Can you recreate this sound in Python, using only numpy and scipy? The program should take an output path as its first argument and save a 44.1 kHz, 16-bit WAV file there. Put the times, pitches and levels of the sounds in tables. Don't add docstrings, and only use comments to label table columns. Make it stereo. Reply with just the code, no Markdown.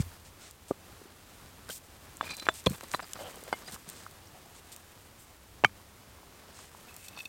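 import sys
import numpy as np
from scipy import signal
from scipy.fft import rfft, irfft, next_fast_len
from scipy.io import wavfile

SR = 44100
rng = np.random.default_rng(int(sys.argv[2]) if len(sys.argv) > 2 else 0)


def int16_out(signal):
    q = np.round(np.clip(np.atleast_2d(signal).T, -1, 1) * 32767)
    wavfile.write(sys.argv[1], SR, q.astype(np.int16))


def gain_from_decibels(decibels):
    exponent = np.asarray(decibels, float) / 20
    return 10 ** exponent


N = 321048


def knocks(hits, modes, crush_db, crush_hz):
    out, t = np.zeros(N), np.arange(SR // 6) / SR
    click = signal.lfilter([.25, .5, .25], [1], signal.unit_impulse(len(t)))
    dull = signal.butter(3, [250, crush_hz], "band", fs=SR, output="sos")
    for s, push_db, push_hz, rise_ms, ring_db in hits:
        add(out, s - rise_ms / 1000, push(push_db, push_hz, rise_ms))
        strengths = gain_from_decibels(ring_db + 2.0 * rng.standard_normal(len(modes)))
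        sign = 1
        for strength, (hz, mode_db, t60) in zip(strengths, modes):
            add(out, s, sign * strength * gain_from_decibels(mode_db) * ring(click, hz, t60))
            sign = -sign
        crushed = rng.standard_normal(len(t)) * np.exp(-t / .002)
        add(out, s, gain_from_decibels(ring_db + crush_db) * signal.sosfilt(dull, crushed))
    return out


def push(db, hz, rise_ms):
    t = np.arange(int(9 * rise_ms * SR / 1000)) / SR * 1000 / rise_ms
    shape = (t * np.exp(1 - t)) ** 2
    swing = shape * np.cos(2 * np.pi * hz * (t - 1) * rise_ms / 1000)
    return -gain_from_decibels(db) * (swing - shape * swing.sum() / shape.sum())


# mode in Hz, level in dB, t60 in seconds.
SLAB_MODES = [(105, -34, 0.29), (202, -35, 0.2), (760, -21, 0.033), (1207, -2, 0.033), (1500, -19, 0.0044),
              (2260, -9.5, 0.042), (2390, -16, 0.052), (2620, 1, .015), (3094, -8, .03), (4500, -22, 0.021),
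              (5960, -24, 0.03), (7040, -17, 0.0049)]
# start in seconds, push in dB, push in Hz, rise in ms, ring in dB.
SLAB_HITS = [
    (5.639, -10.5, 556, 0.64, -24),
    (5.6462, -6, 1290, 0.21, -13.5),
    (5.6475, 0, 1700, 0.45, -12.5),
    (5.6488, -8, 1300, 0.3, -48),
    (5.695, -44, 1500, 0.68, -58),
]


def slab_knocks():
    return knocks(SLAB_HITS, SLAB_MODES, crush_db=0.5, crush_hz=3400)


# mode in Hz, level in dB, t60 in seconds.
ROUND_MODES = [(630, -16.5, 0.054), (970, 0, 0.0033), (1570, -7, 0.024), (3510, -15.5, 0.086),
               (3950, -28, 0.08), (6760, -30, 0.025), (7560, -22.5, 0.052)]
# start in seconds, push in dB, push in Hz, rise in ms, ring in dB.
ROUND_HITS = [
    (2.2108, -14.5, 1170, 0.83, -26.5),
    (2.229, -34, 620, 1.6, -41),
    (2.278, -33.5, 1500, 0.64, -42),
    (2.428, -37, 900, 0.39, -52),
    (2.468, -15.5, 1190, 0.31, -33.5),
    (2.4885, -25.5, 387, 2.4, -57),
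    (2.4878, -5, 1390, 0.66, -13.5),
    (2.4925, -15, 1080, 0.57, -26),
]


def round_knocks():
    return knocks(ROUND_HITS, ROUND_MODES, crush_db=4.5, crush_hz=3000)


# mode in Hz, level in dB, t60 in seconds.
DROPPED_MODES = [(172.6, 0, 0.064), (518, -6, 0.039), (1000, -4.5, 0.024), (2480, -3, 0.014),
                 (3390, -20, 0.0092), (4240, -23, 0.13)]
# start in seconds, push in dB, push in Hz, rise in ms, ring in dB.
DROPPED_HITS = [
    (2.6632, -16, 3830, 0.36, -43),
    (2.6647, -15, 490, 0.73, -21),
    (2.6685, -15, 3400, 1.33, -16.5),
    (2.6695, -9, 420, 0.78, -33),
    (2.671, -24, 880, 0.46, -29.5),
    (2.718, -42, 400, 1, -38),
]


def dropped_knocks():
    return knocks(DROPPED_HITS, DROPPED_MODES, crush_db=-4.5, crush_hz=5000)


# mode in Hz, level in dB, t60 in seconds.
BLOCK_MODES = [(748, -10, 0.046), (1540, -3.5, 0.016), (2120, -8, 0.077), (2980, -14.5, 0.086),
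               (3410, -24, 0.067), (4660, -11.5, 0.033), (8300, -15, 0.02)]
# start in seconds, push in dB, push in Hz, rise in ms, ring in dB.
BLOCK_HITS = [
    (3.192, -36, 577, 2.2, -41),
    (3.43, -39, 493, 1.5, -51),
    (3.48, -41, 593, 2.2, -59),
    (3.5271, -29, 1300, 0.57, -27.5),
    (3.5283, -12, 754, 0.47, -21),
    (3.538, -21, 736, 0.48, -54),
    (3.685, -36.5, 1900, 1.4, -41),
    (3.763, -35.5, 1140, 0.78, -60),
    (4.0655, -31, 1270, 0.92, -50),
]


def block_knocks():
    return knocks(BLOCK_HITS, BLOCK_MODES, crush_db=-12, crush_hz=3000)


# mode in Hz, level in dB, t60 in seconds.
WEDGE_MODES = [(1000, -11, 0.03), (1900, -5, 0.014), (4030, -11.5, 0.041), (4700, -18, .03),
               (5840, -26, .03)]
# start in seconds, push in dB, push in Hz, rise in ms, ring in dB.
WEDGE_HITS = [
    (2.81, -21.5, 1000, 0.18, -41),
    (2.833, -34, 590, 0.88, -53),
    (2.9382, -18, 1900, 0.32, -33),
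    (2.9415, -20.5, 1000, 0.82, -28),
    (2.9466, -14, 1000, 0.54, -18.5),
    (2.9945, -21.5, 1230, 0.32, -59),
    (2.9985, -26, 1150, 0.57, -47),
    (3.0022, -21, 1390, 0.22, -49),
    (3.027, -40, 680, 2.9, -55),
    (3.033, -42, 1190, 0.42, -47),
]


def wedge_knocks():
    return knocks(WEDGE_HITS, WEDGE_MODES, crush_db=2, crush_hz=3000)


def bumps(rows):
    out = np.zeros(N)
    for s, db, hz in rows:
        rise_ms = 1000 * 0.29 * gain_from_decibels(-0.24 * db) / hz
        add(out, s - rise_ms / 1000, push(db, hz, rise_ms))
    return out


# start in seconds, push in dB, push in Hz.
THUDS = [(.0028, -13.5, 120), (0.029, -38, 57.5), (.09, -51, 72.5), (1.702, -48, 183), (2.6726, -12, 159),
         (2.695, -31, 110), (2.71, -23.5, 170), (2.73, -40, 142), (2.945, -35.5, 154), (3.735, -41, 197),
         (3.745, -44, 55), (3.881, -43, 170), (5.652, -26.5, 171)]


def ground_thuds():
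    return -bumps(THUDS)


# start in seconds, push in dB, push in Hz.
TAPS = [(.118, -44, 1360), (0.7075, -32, 353), (0.7106, -11.5, 417), (0.718, -26.5, 410),
        (1.017, -40.5, 392), (1.057, -46, 352), (1.6865, -38, 1500), (1.699, -32, 510), (3.468, -43, 620),
        (3.487, -39, 1420), (3.486, -38, 590), (3.209, -39, 700), (3.221, -39, 804), (3.26, -45, 750),
        (3.285, -46, 1300), (3.375, -42, 446), (5.8, -49, 1100), (6.187, -48, 1000), (6.325, -47, 1100),
        (7.166, -49, 1000), (6.232, -47, 824), (6.49, -46, 614), (6.591, -39, 1040), (6.749, -37.5, 1000),
        (6.911, -43, 1200), (7.174, -35.5, 1070)]


def damped_taps():
    return bumps(TAPS)


def sing(length, hz, t60):
    rubbing = grit(SR // 3, 1500, rough_db=3.0) * slide(length, 0.4)
    tone = ring(rubbing + 1e-18, hz, t60)
    loud_part = tone[:int((length + t60 / 6) * SR)]
    return tone / np.sqrt(np.mean(loud_part ** 2) + 1e-20)


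def sing_all_modes(slides, modes):
    out = np.zeros(N)
    for s, length, db, near_hz in slides:
        for hz, mode_db, t60 in modes:
            far_db = -15.5 * abs(np.log2(hz / near_hz))
            add(out, s, gain_from_decibels(db - 4.5 + mode_db + far_db) * sing(length, hz, t60))
    return out


# mode in Hz, level in dB, t60 in seconds.
DRAGGED_MODES = [(2420, 4.5, 0.032), (3590, -5, 0.038), (4040, -0.5, 0.083), (4480, -3, 0.016),
                 (4800, -5.5, 0.021), (5840, -13, .024)]
TIPPED_MODES = [(2595, -1, 0.037), (3570, -6, 0.025), (4420, -3.5, 0.019), (5750, -5.5, .035)]
# start in seconds, length in seconds, level in dB, nearest mode in Hz.
DRAGS = [(2.224, 0.086, -49.5, 2600), (2.29, 0.0081, -39.5, 3250), (2.303, 0.019, -40, 4800),
         (2.307, 0.0055, -41.5, 2420), (2.318, 0.035, -49, 2420), (2.33, 0.026, -48, 4930),
         (2.377, 0.0091, -47, 4040), (2.397, 0.0026, -38, 4040), (2.42, 0.01, -49, 4040),
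         (2.452, .005, -41, 5840), (2.457, 0.005, -47, 2420)]
TIPS = [
    (6.882, 0.012, -50.5, 2595),
    (6.913, 0.018, -56, 2595),
    (6.93, 0.19, -58.5, 2595),
    (7.081, 0.0063, -42.5, 3570),
    (7.123, .04, -55, 2595),
    (7.171, 0.0077, -39.5, 2900),
    (7.163, .005, -46, 4420),
    (7.188, 0.005, -37.5, 2930),
    (7.198, 0.011, -35.5, 2800),
    (7.2525, 0.0047, -33, 3000),
]


def round_slides():
    return sing_all_modes(DRAGS, DRAGGED_MODES) + sing_all_modes(TIPS, TIPPED_MODES)


# mode in Hz, level in dB, t60 in seconds.
PULLED_MODES = [(540, -0.5, 0.03), (760, 4, 0.016), (1000, 4, 0.011), (1290, 10, .017), (3070, 32, 0.0094)]
# start in seconds, length in seconds, level in dB, nearest mode in Hz.
PULLS = [
    (3.178, 0.126, -44.5, 540),
    (3.3, 0.087, -52, 500),
]


def block_slides():
    return sing_all_modes(PULLS, PULLED_MODES)


# start in seconds, length in seconds, level in dB, mode in Hz.
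SINGS = [(0.002, 0.0044, -51.5, 2340), (2.736, 0.013, -58, 2600), (2.748, 0.0037, -56, 3500),
         (3.158, .012, -55.5, 1300), (3.297, 0.019, -63, 2190), (3.268, .004, -60, 3400),
         (3.02, 0.027, -59, 4840), (3.021, 0.01, -59.5, 7700), (.711, 0.0019, -42, 1190),
         (1.696, .004, -46, 1540), (1.703, .003, -46.5, 3180), (3.65, 0.033, -60, 4820),
         (3.676, 0.0061, -52.5, 4870), (3.68, 0.0054, -54, 4030), (4.267, 0.0096, -63.5, 5750),
         (4.331, 0.054, -62.5, 740), (4.446, 0.082, -65.5, 714)]


def singing_grit():
    out = np.zeros(N)
    for s, length, db, hz in SINGS:
        add(out, s, gain_from_decibels(db + 3.5) * sing(length, hz, t60=0.023))
    return out


# start in seconds, length in seconds, level in dB.
SCRAPES = [(0, 0.037, -53), (0.109, 0.064, -59.5), (0.366, 0.13, -61.5), (1.01, 0.14, -60),
           (1.689, 0.03, -47), (2.224, 0.056, -48), (2.288, 0.054, -47), (2.364, 0.034, -52.5),
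           (2.421, 0.0081, -43), (2.45, 0.0082, -55), (2.729, 0.034, -51), (2.831, 0.014, -47),
           (3.024, 0.022, -46.5), (3.153, 0.031, -48.5), (3.184, 0.052, -50), (3.238, 0.073, -54),
           (3.313, 0.1, -61), (3.475, 0.02, -49), (3.611, 0.031, -51.5), (3.675, 0.028, -50.5),
           (3.719, 0.046, -49.5), (3.856, 0.21, -57), (6.366, .3, -59), (6.865, 0.045, -59),
           (7.161, 0.035, -56)]
# frequency in Hz, density in dB per Hz.
GRIND = [(88, -35), (150, -3), (290, -4.5), (538, -6), (1280, -5), (3040, -17), (5000, -13.5), (8000, -35)]


def scrapes():
    grain = rms_one(colour(grit(N, 2200, rough_db=2.0), GRIND))
    level = np.zeros(N)
    for s, length, db in SCRAPES:
        add(level, s, gain_from_decibels(db) * slide(length, 0.19))
    return grain * level


# start in seconds, peak in dB, lowest frequency in Hz.
SNAPS = [(0.5104, -32.5, 4500), (1.6904, -29.5, 3000), (2.17, -32, 7040), (2.291, -37, 1100),
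         (2.308, -34, 1090), (2.35, -37, 5000), (2.368, -30, 6000), (2.398, -40, 1800), (2.6616, -23, 1180),
         (2.809, -35, 3000), (2.836, -34, 3000), (2.916, -27, 1500), (3.1336, -26, 1800), (3.21, -37, 3000),
         (3.358, -31, 6000), (3.438, -32, 5500), (3.713, -37, 6000), (3.7437, -28, 5000), (3.89, -29, 3980),
         (3.899, -28, 6000), (3.965, -43, 2800), (4.111, -37, 5000), (4.726, -41, 2500), (4.763, -31, 3500),
         (5.646, -26, 3470), (6.9648, -27, 6000), (7.046, -44, 1200), (7.0843, -30.5, 3000),
         (7.189, -38, 905), (1.46, -47.5, 1500), (2.4213, -45, 3000), (2.5401, -34, 4000),
         (2.6403, -35, 5000), (2.6984, -30, 4500), (2.734, -34, 7000), (2.746, -38, 7000),
         (2.772, -43, 7000), (2.784, -39, 7000), (2.824, -40, 4000), (3.319, -44, 3500), (3.789, -46, 6000),
         (5.661, -37, 4000), (6.942, -39, 6500), (7.219, -38, 3500), (7.23, -43, 5000)]


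def snaps():
    out, t = np.zeros(N), np.arange(SR // 60) / SR
    for s, db, low_hz in SNAPS:
        crack = between(grit(len(t), 15000, rough_db=0.5) * np.exp(-t / 0.001), low_hz)
        add(out, s, gain_from_decibels(db) * crack / np.abs(crack).max())
    return out


# start in seconds, length in seconds, level in dB, lowest frequency in Hz.
BRUSHES = [(0, 0.026, -44, 1710), (0.378, 0.16, -52, 1320), (0.241, 0.059, -57, 1500),
           (0.679, 0.041, -54.5, 2480), (1.696, 0.034, -42.5, 2600), (1.714, 0.078, -46, 3750),
           (2.214, 0.11, -49.5, 895), (2.252, 0.024, -53, 3000), (2.301, 0.029, -47.5, 1600),
           (2.396, 0.0077, -46, 1800), (2.529, 0.096, -48, 2200), (2.659, 0.018, -44, 1490),
           (2.664, .016, -45, 4000), (2.699, 0.035, -49, 3000), (2.732, 0.059, -53.5, 6500),
           (2.734, 0.017, -53, 1000), (2.911, 0.0086, -48, 1500), (2.921, 0.053, -47.5, 3000),
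           (3.673, 0.031, -50.5, 1600), (3.717, 0.044, -46.5, 2330), (3.869, 0.082, -52.5, 1780),
           (3.928, 0.14, -54, 1500), (4.545, 0.058, -57, 1680), (4.716, 0.034, -51, 2480),
           (5.184, 0.074, -59, 6000), (6.477, 0.26, -52.5, 1500), (7.037, 0.04, -53.5, 2500),
           (2.236, 0.064, -57, 5500), (2.337, 0.018, -53, 5500), (2.368, 0.026, -52, 2500),
           (2.424, 0.013, -54, 2500), (2.455, 0.0065, -49, 2500), (3.19, 0.055, -54, 2000),
           (3.749, .014, -54, 2000), (6.93, .17, -57.5, 5500), (7.082, .014, -52.5, 5500),
           (7.166, 0.075, -56.5, 4500), (7.249, .016, -51, 4500)]


def brushes():
    out, t = np.zeros(N), np.arange(SR // 3) / SR
    for s, length, db, low_hz in BRUSHES:
        fade = gain_from_decibels(5.5 * (.5 - t / length))
        shape = slide(length, min(4 * length + .1, 1))
        hiss = between(grit(SR // 3, 11000, rough_db=2.0) * fade * shape, low_hz)
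        add(out, s, gain_from_decibels(db) * hiss)
    return out


# time in seconds, level in dB.
BUSTLE = [(0.0, -57), (0.34, -62.5), (1.03, -62), (2.15, -59.5), (2.43, -55.5), (2.78, -53.5), (3.18, -52),
          (3.6, -54.5), (4.3, -60.5), (5.0, -60), (5.63, -65), (6.35, -64), (6.9, -57), (7.28, -56.5)]
# frequency in Hz, density in dB per Hz.
RUSTLE = [(880, -44), (1500, -4), (3400, -5), (5190, -9.5), (8290, -4.5), (10200, -9), (13700, -8.5),
          (15500, -13)]


def stir():
    bustle_db = in_time(BUSTLE)
    soil = rms_one(colour(grit(N, 1500, rough_db=3.0), GRIND))
    grind = soil * gain_from_decibels(bustle_db + 2.0 * drift(25) - 5.0)
    patches = grit(N, 6000, rough_db=-1.5) * gain_from_decibels(2.0 * drift(36) + 10.0)
    crackle = grit(N, 60, rough_db=0.0) * gain_from_decibels(-28.0)
    rustle = rms_one(colour(patches + crackle, RUSTLE)) * gain_from_decibels(bustle_db - 1.8)
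    return grind + rustle


# time
# in # seconds, level in dB.
FAR = [(0.0, -42.5), (0.34, -61), (1.03, -61), (2.5, -56.5), (4.3, -64.5), (5.63, -57), (7.28, -65)]
# frequency in Hz, density in dB per Hz.
DRONE = [(20, -14), (60, 0.5), (90, 5.5), (125, -10), (200, -31)]


def far_drone():
    return rms_one(colour(rng.standard_normal(N), DRONE)) * gain_from_decibels(in_time(FAR) - 2.0)


# frequency in Hz, density in dB per Hz.
AIR = [(12, -51), (20, -13), (92, -3), (157, -7.5), (450, -11), (1160, -14), (1870, -18.5), (15500, -28.5)]


def open_air():
    level_db = -55 - 1.0 + 1.35 * drift(3.4)
    return gain_from_decibels(level_db) * rms_one(colour(rng.standard_normal(N), AIR))


# frequency in Hz, density in dB per Hz.
PREAMP = [(60, -31.5), (200, 2), (800, -0.5), (1500, -3.5), (5000, 0), (15000, -2)]


def preamp_hiss(channels):
    return np.array([gain_from_decibels(-68) * rms_one(colour(rng.standard_normal(N), PREAMP)) for _ in range(channels)])


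def rms_one(x):
    return x / np.sqrt(np.mean(x ** 2) + 1e-20)


def colour(x, points):
    hz, level_db = np.transpose(points)
    size = next_fast_len(N)
    log_hz = np.log(np.maximum(np.fft.rfftfreq(size, 1 / SR), 1))
    gain = gain_from_decibels(np.interp(log_hz, np.log(hz), level_db))
    return irfft(rfft(x, size) * gain, size)[:N]


def between(x, low_hz):
    band = [low_hz, min(5.9 * low_hz, 19000)]
    return signal.sosfilt(signal.butter(2, band, "band", fs=SR, output="sos"), x)


def drift(rate):
    r = np.exp(-80 * np.pi * rate / SR)
    slow = signal.lfilter([1], [1, -2 * r, r * r], rng.standard_normal(N // 40 + 2002))[2000:]
    return np.interp(np.arange(N) / 40, np.arange(len(slow)), rms_one(slow))


def grit(size, per_s, rough_db):
    sizes = gain_from_decibels(rough_db * np.minimum(rng.exponential(1, size), 4)) * rng.standard_normal(size)
    return rms_one(sizes * (rng.random(size) < per_s / SR))


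def ring(clicks, hz, t60):
    r, w = gain_from_decibels(-60 / (max(t60, .004) * SR)), 2 * np.pi * hz / SR
    return signal.lfilter([0, np.sin(w)], [1, -2 * r * np.cos(w), r * r], clicks)


def slide(length, edge):
    shape = signal.windows.tukey(max(int(length * SR), 8), edge)
    return np.pad(shape, (0, SR // 3 - len(shape)))


def in_time(rows):
    return np.interp(np.arange(N) / SR, *np.transpose(rows))


def add(out, s, sound):
    at = round(s * SR)
    sound = sound[max(-at, 0):N - at]
    out[max(at, 0):max(at, 0) + len(sound)] += sound


def scene():
    stones = slab_knocks() + round_knocks() + dropped_knocks() + block_knocks() + wedge_knocks()
    bass_cut = signal.butter(2, 75, "high", fs=SR, output="sos")
    blows = signal.sosfilt(bass_cut, stones + damped_taps() + ground_thuds())
    slides = round_slides() + block_slides() + singing_grit() + scrapes()
    capsule = [(6000, 2.5), (8500, 7), (11000, -2.0), (14000, 3.0), (16000, -6)]
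    bright = colour(snaps() + brushes(), capsule)
    whole = blows + slides + bright + stir() + far_drone() + open_air()
    return np.array([whole, whole])


def low_pass(x):
    return signal.sosfilt(signal.butter(12, 16420, fs=SR, output="sos"), x)


def record(dry):
    top_cut = signal.ellip(10, .5, 60, 16050, fs=SR, output="sos")
    cut = signal.sosfilt(top_cut, dry + preamp_hiss(len(dry)))
    return low_pass(np.clip(cut, -1, 1))


dry = scene()
out = record(dry)
int16_out(out)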